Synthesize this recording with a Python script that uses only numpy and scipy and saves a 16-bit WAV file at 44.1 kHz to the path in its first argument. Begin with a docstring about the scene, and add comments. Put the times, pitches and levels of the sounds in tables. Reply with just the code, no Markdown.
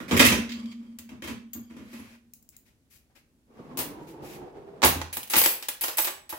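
"""A small hard kitchen, heard from arm's length. A plastic cutlery basket is set down in a dishwasher,
whose wire rack hums on in close beating modes. A knife and fork are drawn out and tick together in the hand.
A drawer rolls open (swept resonances over rumble) and bangs against its stop; the pieces drop on the cutlery
in its tray. Blows are noise flurries through coloured bodies, pieces ring in split modes, scrapes are
strokes of gritty noise; a diffuse echo and steady room noise surround them."""
import sys
import numpy as np
from scipy import signal
from scipy.fft import rfft, irfft, next_fast_len
from scipy.io import wavfile

SR = 44100
rng = np.random.default_rng(int(sys.argv[2]) if len(sys.argv) > 2 else 0)


def generate_wav(sig):
    """Save sig (samples, or channels by samples) to the path in sys.argv[1] as 16-bit PCM at SR."""
    pcm = np.round(np.clip(np.atleast_2d(sig).T, -1, 1) * 32767).astype(np.int16)
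    wavfile.write(sys.argv[1], SR, pcm)


N = 281358
TIME = np.arange(N) / SR


def from_db(db):
    """Amplitude ratio of a level."""
    return 10 ** (np.asarray(db) / 20)


def rms_one(x):
    """Scale to rms 1."""
    return x / np.sqrt(np.mean(x ** 2) + 1e-20)


def at_hz(points, hz):
    """Read a table on a log-frequency axis."""
    table_hz, values = np.array(points).T
    return np.interp(np.log(np.maximum(hz, 1)), np.log(table_hz), values)


def band(x, low_hz, high_hz):
    """Causal band-pass."""
    return signal.sosfilt(signal.butter(3, [low_hz, high_hz], "band", fs=SR, output="sos"), x)


def through(x, response):
    """Convolve each channel with an impulse response, cut to the scene's length."""
    return signal.oaconvolve(x, np.atleast_2d(response), axes=1)[:, :N]


def resonator(hz, width_hz):
    """Filter coefficients of a resonance with gain 1 on top."""
    r = np.exp(-np.pi * width_hz / SR)
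    feedback = [1, -2 * r * np.cos(2 * np.pi * hz / SR), r * r]
    return (1 - r * r) / 2 * np.array([1, 0, -1]), feedback


def drift(rate_hz):
    """Slow random curve, rms 1."""
    knots = rng.standard_normal(int(N / SR * rate_hz) + 2)
    return rms_one(np.interp(TIME * rate_hz, np.arange(len(knots)), knots))


def swell(start_s, attack_s, hold_s, release_db_per_s):
    """Envelope that rises, holds until hold_s after its start and dies away."""
    age_s = TIME - start_s
    return np.clip(age_s / attack_s, 0, 1) * from_db(-release_db_per_s * np.maximum(age_s - hold_s, 0))


def causal(colour, size=4096):
    """Minimum-phase impulse response of a colour, by folding its cepstrum."""
    cepstrum = irfft(np.log(from_db(at_hz(colour, np.fft.rfftfreq(size, 1 / SR)))))
    cepstrum[1:size // 2] *= 2
    cepstrum[size // 2 + 1:] = 0
    return irfft(np.exp(rfft(cepstrum)))


# Left-right likeness of diffuse sound. 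Each row: frequency in Hz, correlation (-1 to 1).
LIKENESS = [(150, 0.81), (300, 0.97), (600, .55), (1200, 0.047), (2500, -.2), (5000, 0.02)]


def two_ears(x):
    """Mix two unrelated signals until they are alike in the bass, where the waves are long."""
    size = next_fast_len(x.shape[1])
    likeness = at_hz(LIKENESS, np.fft.rfftfreq(size, 1 / SR))
    angle = np.arcsin(np.clip(likeness, -1, 1)) / 2
    spectrum = rfft(x, size)
    mixed = np.cos(angle) * spectrum + np.sin(angle) * spectrum[::-1]
    return irfft(mixed, size)[:, :x.shape[1]]


def noise(colour, grain_db=0):
    """Coloured stereo noise, gritty when its grains differ in size; rms 1."""
    grains = rng.standard_normal((2, N)) * from_db(grain_db * drift(400))
    return rms_one(two_ears(through(grains, causal(colour))))


# Colour of the quiet room. Each row: frequency in Hz, relative level in dB.
QUIET_COLOUR = [(15, -39.5), (25, -7.5), (64, 2.5), (190, -4.5), (249, 0), (405, -12.5), (887, -23),
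                (2690, -27), (3250, -27.5), (11300, -29), (16000, -34)]
QUIET_DB = -66.5


def quiet_room():
    """Steady coloured noise of the room."""
    return from_db(QUIET_DB) * noise(QUIET_COLOUR)


# Decay of the kitchen's echo. Each row: frequency in Hz, t60 in s.
KITCHEN_DECAY = [(100, .45), (1500, 0.39), (4000, 0.37), (9000, 0.27), (15000, 0.24)]


def kitchen(size=26000):
    """Diffuse echo of about unit energy; the treble dies first."""
    t, edges_hz = TIME[:size], np.geomspace(40, 19000, 13)
    spectrum = rfft(two_ears(rng.standard_normal((2, size))))
    hz, tail = np.fft.rfftfreq(size, 1 / SR), 0
    for low, high in zip(edges_hz, edges_hz[1:]):
        t60_s = at_hz(KITCHEN_DECAY, np.sqrt(low * high))
        part = irfft(spectrum * ((hz >= low) & (hz < high)), size) * from_db(-60 * t / t60_s)
        part = part * (1 - np.exp(-t / 0.00053))    # soft onset
        tail = tail + rms_one(part) * np.sqrt((high - low) / (SR / 2) / size)
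    return tail


# Pushes that set the rack swaying. Each row: start in seconds, level in dB, t60 in s.
RACK_PUSHES = [(.12, -27, 2.2), (.52, -34, 1.32), (1.26, -40, 0.95), (1.529, -43, 1.4), (1.88, -43.5, 1.0)]
# Close modes of the rack. Each row: frequency in Hz, relative level in dB.
RACK_MODES = [(234.5, -2.5), (227, -8), (214.7, -11)]
# Loose wires and handles that buzz. Each row: frequency in Hz, width in Hz, relative level in dB.
RACK_BUZZ = [(1165, 72, -4), (2300, 150, -3), (3180, 110, 0), (4640, 170, -3), (7300, 90, -11)]
RACK_RISE_S = 0.048


def rack(waver_rad, hum_db, buzz_db, chatter_db, buzz_growth):
    """Pushes set the wire rack humming in modes that beat; the harder it sways, the more loose parts chatter."""
    power = 0
    for start_s, push_db, t60_s in RACK_PUSHES:
        push = from_db(push_db) * swell(start_s, RACK_RISE_S, RACK_RISE_S, 60 / t60_s)
        power = power + push ** 2
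    sway = np.sqrt(power)
    hum = 0
    for hz, db in RACK_MODES:
        hum = hum + from_db(db) * np.sin(2 * np.pi * hz * TIME + waver_rad * drift(16))
    touches = rng.standard_normal((2, N)) * from_db(chatter_db * drift(70))
    buzz = 0
    for hz, width_hz, db in RACK_BUZZ:
        buzz = buzz + from_db(db) * rms_one(signal.lfilter(*resonator(hz, width_hz), touches))
    looseness = (sway / sway.max()) ** buzz_growth
    return sway * (from_db(hum_db) * rms_one(hum) + from_db(buzz_db) * looseness * rms_one(buzz))


PULL_S, PULL_LENGTH_S, STOP_S = 3.456, 0.38, 4.83
SPEED_LEFT_AT_STOP = 0.49   # share of the top speed


def drawer_motion():
    """Speed (top 1) and travel (0 to 1): pulled up to speed, the drawer coasts and slows until its stop."""
    speed = np.interp(TIME, [PULL_S, PULL_S + PULL_LENGTH_S, STOP_S], [0, 1, SPEED_LEFT_AT_STOP], right=0)
    return speed, np.cumsum(speed) / np.sum(speed)


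def swept(x, centre_hz, width_hz, size=512):
    """Resonance that follows a moving centre, block by block; rms 1."""
    out, state = np.zeros((2, N)), np.zeros((2, 2))
    for i in range(0, N, size):
        coefficients = resonator(centre_hz[i], width_hz)
        out[:, i:i + size], state = signal.lfilter(*coefficients, x[:, i:i + size], zi=state)
    return rms_one(out)


# Colour of the rolling. Each row: frequency in Hz, relative level in dB.
ROLL_COLOUR = [(24, -46), (40, -11), (112, -11.5), (147, 0.5), (183, -6), (346, -4.5), (487, -2.5),
               (593, -11), (856, -12.5), (1540, -23), (14000, -52)]
ROLL_DB = -41.5   # mean at top speed, before the mix of rumble and rails
LOWER_RUNNER_HZ, UPPER_RUNNER_HZ = (240.5, 411), (1138, 640)   # shut, fully out


def runners(rumble_db, lower_db, upper_db):
    """Rollers rumble along the rails, louder with speed, and excite resonances that shift with the travel."""
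    speed, travel = drawer_motion()
    lower_hz = np.interp(travel, [0, 1], LOWER_RUNNER_HZ)
    upper_hz = np.interp(travel, [0, 1], UPPER_RUNNER_HZ)
    rumble = from_db(rumble_db) * noise(ROLL_COLOUR, grain_db=-0.5)
    drive = noise(ROLL_COLOUR, grain_db=1.5)
    rails = from_db(lower_db) * swept(drive, lower_hz, width_hz=19)
    rails = rails + from_db(upper_db) * swept(drive, upper_hz, width_hz=57)
    return speed * from_db(ROLL_DB + 2.26 * drift(35)) * (rumble + rails)


# Soft scrapes and sliding cutlery.
# Each row: start in seconds, length in s, level in dB, brightness in dB per octave.
SCRAPES = [(1.808, 0.34, -57.5, -4), (1.897, .11, -58, -1), (2.518, 0.037, -66.5, -2.5),
           (2.65, 0.042, -65, -1.5), (2.897, 0.069, -57.5, 1.5), (3.15, 0.024, -57, -3),
           (3.492, 0.24, -69.5, -4.5), (3.99, .06, -64, -2), (4.065, 0.049, -56, -.5),
           (4.215, 0.14, -50, -.5)]
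# Colour of sliding steel. Each row: frequency in Hz, relative level in dB.
SLIDE_COLOUR = [(1200, -7.5), (2400, 2), (3300, -4), (7200, -5.5), (9000, -8.5), (11400, -3.5), (16000, -8)]
SCRAPE_ATTACK_SHARE, SCRAPE_RELEASE_DB_PER_S = 0.27, 396.5   # attack: share of the stroke's length


def scrapes():
    """Strokes of fine friction noise, each with its own brightness; the short ones start sharply."""
    out = 0
    for start_s, length_s, stroke_db, brightness in SCRAPES:
        colour = [(hz, db + brightness * np.log2(hz)) for hz, db in SLIDE_COLOUR]
        stroke = swell(start_s, SCRAPE_ATTACK_SHARE * length_s, length_s, SCRAPE_RELEASE_DB_PER_S)
        out = out + from_db(stroke_db) * stroke * noise(colour, grain_db=-1)
    return out


def rattle(blows, contacts, count, grain_db, size=10000):
    """Each blow is a dying flurry of uneven bounces, shared out among the registers by its contact."""
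    out, t = np.zeros((count, 2, N + size)), TIME[:size]
    for start_s, length_s, blow_db, contact, _ in blows:
        bounces = np.repeat(from_db(grain_db * rng.standard_normal(size // 40)), 40)
        flurry = rng.standard_normal((count, 2, size)) * bounces * np.exp(-t / length_s)
        # energy grows with length
        flurry *= np.sqrt(length_s * SR / 2 / np.sum(flurry ** 2, axis=2, keepdims=True))
        start = round(start_s * SR)
        gains = from_db(blow_db + np.array(contacts[contact]))
        out[..., start:start + size] += flurry * gains[:, None, None]
    return out[..., :N]


def pile(count=260, size=12000):
    """Cutlery in a heap: scattered modes, quickly damped by the neighbours; unit energy."""
    t = TIME[:size]
    hz = rng.uniform(2500, 16000, (count, 1))
    t60_s = 0.1 * rng.uniform(0.52, 2.4, (count, 1))
    strength = rng.standard_normal((count, 1))
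    modes = strength * np.sin(2 * np.pi * hz * t) * from_db(-60 * t / t60_s)
    return rms_one(np.sum(modes, axis=0)) / np.sqrt(size)


def struck(blows, contacts, colour, registers, grain_db, hollows=(), pile_db=-60):
    """A body answers each blow in every register as its contact drives it; the heap in it jingles."""
    plain = causal(colour)
    body = plain
    for hz, width_hz, db in hollows:
        body = body + from_db(db) * signal.lfilter(*resonator(hz, width_hz), plain) / 2
    jingle = from_db(pile_db) * pile()
    jingle[0] += 1    # the blow itself
    body, out = signal.fftconvolve(body, jingle), 0
    for drive, (low_hz, high_hz) in zip(rattle(blows, contacts, len(registers), grain_db), registers):
        response = band(body, low_hz, high_hz)
        out = out + through(drive, response / np.sqrt(np.sum(response ** 2)))
    return two_ears(out)


# Registers of a blow: thud, knock, clack, steel. 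Each row: low edge in Hz, high edge in Hz.
REGISTERS = [(55, 300), (300, 1800), (1800, 7000), (7000, 17000)]
# Knocks of the loaded basket.
# Each row: start in seconds, rattle decay in s, level in dB, contact, piece left ringing.
BASKET_BLOWS = [(.002, .019, -35, "bump", None), (.081, .06, -42.5, "knock", None),
                (.111, .005, -21, "slap", None), (.117, .028, -20.5, "bump", None),
                (.166, .02, -23.5, "jostle", None), (.194, 0.011, -14.5, "jostle", None),
                (.199, 0.01, -10, "slap", None), (.209, .036, -26, "knock", None),
                (.25, 0.011, -15, "jostle", None), (.264, .013, -20.5, "jostle", None),
                (.317, .022, -26, "knock", None), (.357, .03, -42, "bump", None),
                (.55, 0.1, -52, "bump", None), (.8, 0.12, -61, "bump", None),
                (.986, 0.0114, -48.5, "bump", None), (1.09, 0.011, -52, "knock", None),
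                (1.115, 0.023, -44.5, "thud", None), (1.221, 0.0082, -40.5, "knock", None),
                (1.238, 0.019, -41.5, "knock", None), (1.274, 0.015, -37.5, "knock", None),
                (1.297, 0.0061, -30, "thud", None), (1.55, .015, -42, "thud", None),
                (1.7, 0.064, -51.5, "bump", None), (1.765, 0.051, -47, "bump", None),
                (1.93, .018, -48.5, "knock", "tines"), (1.99, 0.018, -46, "bump", "tines")]
# Ways the basket is knocked. Each row: thud in dB, knock in dB, clack in dB, steel in dB.
BASKET_CONTACTS = { "thud": (1.5, -8, -17, -37), "bump": (0, -4.5, -10.5, -20.5),
                   "knock": (-0.5, -0.5, 0.5, -8), "slap": (-13, -1.5, -2, -17.5),
                   "jostle": (-10, -12.5, 0.5, -4.5), }
# Colour of the basket. Each row: frequency in Hz, relative level in dB.
BASKET_COLOUR = [(24, -47.5), (40, -18.5), (69, -6), (167, -7), (209, 2.5), (556, -10.5), (831, -16),
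                 (1090, -11.5), (1550, -16.5), (2210, -16), (4030, -26), (12500, -29), (16000, -31)]


def basket():
    """The plastic basket knocks and its load of cutlery jingles."""
    return struck(BASKET_BLOWS, BASKET_CONTACTS, BASKET_COLOUR, REGISTERS, grain_db=4, pile_db=-11.0)


# Light touches of steel on steel.
# Each row: start in seconds, rattle decay in s, level in dB, contact, piece left ringing.
CLINK_BLOWS = [(0.492, 0.018, -38.5, "handle", None), (0.519, 0.017, -36.5, "handle", None),
               (.657, 0.0047, -45.5, "handle", None), (0.715, 0.016, -49.5, "handle", None),
               (0.987, 0.0088, -37.5, "shaft", None), (1.533, 0.016, -42.5, "shaft", "blade"),
               (2.336, 0.0014, -34.5, "tip", "tines"), (2.426, .003, -53, "tip", None),
               (2.49, 0.0017, -40, "tip", None), (2.566, 0.0009, -36.5, "tip", None)]
# Ways two pieces touch. Each row: clack in dB, steel in dB.
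CLINK_CONTACTS = {"handle": (0, -14), "shaft": (-6, 0), "tip": (-21, 0)}
# Colour of the clinks. Each row: frequency in Hz, relative level in dB.
CLINK_COLOUR = [(1500, 5.5), (4700, 2), (5800, -5.5), (7000, 0.5), (9000, -10.5), (15000, -4)]


def clinks():
    """Pieces tick together, in the two upper registers only."""
    return struck(CLINK_BLOWS, CLINK_CONTACTS, CLINK_COLOUR, REGISTERS[2:], grain_db=2.5)


# A soft footfall, then blows in the drawer and tray: pull, end stop and rebound, knife touching down,
# fall and bounce, settling.
# Each row: start in seconds, rattle decay in s, level in dB, contact, piece left ringing.
DRAWER_BLOWS = [ (3.099, .02, -69, "soft bump", None), (3.57, 0.045, -62.5, "soft bump", None),
                (3.772, 0.03, -31.5, "heap jolted", None), (3.789, .023, -27, "heap jolted", None),
                (4.584, 0.0032, -59, "soft bump", None), (4.819, 0.011, -28, "end stop", None),
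                (4.828, 0.022, -20.5, "end stop", None), (4.835, .016, -13.5, "end stop", None),
                (4.846, 0.027, -15.5, "heap jolted", None),
                (4.85, 0.021, -29.5, "cabinet shudder", "carcass"),
                (4.96, 0.026, -39, "cabinet shudder", "carcass"), (5.015, 0.0052, -26.5, "end stop", None),
                (5.128, 0.021, -32.5, "steel on steel", "knife"), (5.169, 0.0099, -27, "heap jolted", None),
                (5.231, 0.0048, -33, "steel on steel", None), (5.275, 0.006, -42, "steel on steel", None),
                (5.299, 0.17, -32.5, "steel on steel", "knife"), (5.335, .01, -20, "handle on tray", None),
                (5.356, 0.0042, -17, "handle on steel", None), (5.364, .011, -15.5, "heap jolted", None),
                (5.378, .03, -19.5, "steel on steel", "fork"), (5.416, 0.0028, -17, "handle on tray", None),
                (5.438, 0.033, -24, "handle on steel", "fork"),
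                (5.46, 0.0022, -13.5, "flat landing", "fork"),
                (5.625, .013, -34.5, "handle on steel", None),
                (5.685, 0.0066, -21.5, "steel on steel", None),
                (5.81, 0.044, -31, "steel on steel", "fork"), (5.837, 0.0099, -26, "flat landing", None),
                (5.88, 0.017, -31.5, "flat landing", None), (5.932, .0024, -37, "handle on steel", None),
                (5.971, .056, -32, "steel on steel", "fork"), (5.983, .015, -23.5, "flat landing", "fork"),
                (6.045, 0.023, -26.5, "steel on steel", None), (6.072, .014, -30.5, "handle on tray", None),
                (6.18, 0.0045, -45.5, "soft bump", None), (6.293, 0.048, -39.5, "steel on steel", "spoon"),
                (6.326, 0.011, -32, "soft bump", None)]
# What meets what. Each row: thud in dB, knock in dB, clack in dB, steel in dB.
DRAWER_CONTACTS = { "end stop": (-14, -1.5, -3.5, -15), "cabinet shudder": (0, -12, -25, -40),
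                   "soft bump": (-18, -0.5, -12.5, -35), "heap jolted": (-16, -9, -7, -1),
                   "steel on steel": (-36.5, -15.5, -6.5, -1.5), "handle on steel": (-33, -11.5, -3, -5.5),
                   "handle on tray": (-38, -1, -2.5, -7), "flat landing": (-31.5, -4, -2.5, -2), }
# Colour of the drawer. Each row: frequency in Hz, relative level in dB.
DRAWER_COLOUR = [(24, -18), (40, -4), (81, -15), (151, -10.5), (180, -12), (320, -6.5), (412, -7.5),
                 (810, -3), (1520, -6), (2840, -6), (5720, -11.5), (12800, -5.5), (16000, -4.5)]
# Hollow resonances of the tray. Each row: frequency in Hz, width in Hz, relative level in dB.
TRAY_HOLLOWS = [(354, 25, 1.5), (818, 82, 0.5)]


def drawer():
    """All these blows share one body with the tray's hollow resonances and jingling cutlery."""
    return struck(DRAWER_BLOWS, DRAWER_CONTACTS, DRAWER_COLOUR, REGISTERS, grain_db=2.5,
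                  hollows=TRAY_HOLLOWS, pile_db=-16.5)


# Modes of each piece. Each row: nominal frequency in Hz, nominal level in dB, t60 in s.
PIECE_MODES = { "blade": [(4500, -17, 0.22), (6700, 1, 0.074), (11360, -7, 0.12), (12600, -1.5, 0.18),
               (14500, 5, 0.12)], "tines": [(7950, -19, 0.11), (11240, -5, 0.16)],
               "knife": [(6250, -1, 0.12), (10010, -20, .4), (11000, 8, 0.26), (12340, 2, 0.39),
               (14700, -12, .5)], "fork": [(7951, -10, .42), (9508, -8, .3), (11086, -1, .26),
               (11718, -9, .26), (12707, -1, .26), (14358, 0, .25), (14733, -8, .26)],
               "spoon": [(9930, -14, 0.29), (11300, 0, 0.16), (12720, 5, 0.12), (14163, -13.5, 0.59)],
               "carcass": [(83.5, -2.5, 0.43), (108.2, -9, 0.63), (147, -2, 0.34)], }
# How strongly each piece rings, in dB, after a blow that rattles for TYPICAL_RATTLE_S.
PIECE_RING_DB = {"blade": 1, "tines": -2.5, "knife": -15, "fork": -1.5, "spoon": -2, "carcass": -3}
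TYPICAL_RATTLE_S = .03


def ringing(blows, spread_db, split_hz, size=30000):
    """Free pieces ring with the blow's energy, in new mode strengths; each mode is a beating cluster."""
    out, t = np.zeros((2, N + size)), TIME[:size]
    for start_s, length_s, blow_db, _, piece in blows:
        if piece is None:
            continue
        start = round(start_s * SR)
        ring_db = blow_db + 10 * np.log10(length_s / TYPICAL_RATTLE_S) + PIECE_RING_DB[piece]
        for hz, mode_db, t60_s in PIECE_MODES[piece]:
            shortness = min(hz / 10000, 1)
            decay = from_db(-60 * t / t60_s)
            for share, detune in ((.8, 0), (.45, -1), (.45, 1)):
                partial_hz = hz + detune * shortness * split_hz * rng.uniform(0.56, 1.26)
                # short waves reach the sides out of step
                phase = rng.uniform(-np.pi, np.pi, (2, 1)) * shortness
                gain = share * from_db(ring_db + mode_db + spread_db * rng.standard_normal((2, 1)))
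                out[:, start:start + size] += gain * np.sin(2 * np.pi * partial_hz * t + phase) * decay
    return out[:, :N]


# Where the cutlery is as it travels. Each row: time in seconds, left minus right in dB.
CUTLERY_PLACE = [(.7, -1.5), (1, 3), (2, 1.5), (2.35, 9), (3.8, 6), (4.8, -2.5), (5.3, 2)]


def placed(x):
    """Direct sound leans to the side where the cutlery is, at constant power gain."""
    time_s, left_right_db = np.transpose(CUTLERY_PLACE)
    lean_db = np.interp(TIME, time_s, left_right_db)
    sides = from_db([lean_db / 2, -lean_db / 2])
    return x * sides / np.sqrt(np.mean(sides ** 2, axis=0))


def scene():
    """Basket, cutlery and drawer, direct and through the kitchen, over rack, runners and quiet room."""
    quiet = quiet_room()
    sway = rack(waver_rad=.4, hum_db=0.5, buzz_db=-16, chatter_db=4.5, buzz_growth=0.49)
    roll = runners(rumble_db=-2.5, lower_db=-3.5, upper_db=-11.0)
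    slide = scrapes()
    knocks = basket()
    ticks = clinks()
    bangs = drawer()
    rings = ringing(BASKET_BLOWS + CLINK_BLOWS + DRAWER_BLOWS, spread_db=4.0, split_hz=62.5)
    direct = knocks + ticks + from_db(1.95) * bangs + rings + slide
    to_echo = from_db(3.0) * knocks + from_db(-3.5) * ticks + from_db(-0.86) * bangs
    to_echo = to_echo + from_db(-2) * rings + from_db(-5) * slide
    return placed(direct) + through(to_echo, kitchen()) + sway + roll + quiet


# Colour difference of the two microphones. Each row: frequency in Hz, left minus right in dB.
MICROPHONES = [(60, 1.44), (3000, -3.5), (5500, 2.5), (10000, -0.5)]
CUTOFF_HZ = 15900


def record(dry):
    """Each microphone colours its side; the highest peaks are rounded and the top is cut."""
    colours = [causal([(hz, side * db / 2) for hz, db in MICROPHONES]) for side in (1, -1)]
    rounded = np.tanh(through(dry, colours))
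    return signal.sosfilt(signal.ellip(12, .2, 80, CUTOFF_HZ, fs=SR, output="sos"), rounded)


dry = scene()
out = record(dry)
generate_wav(out)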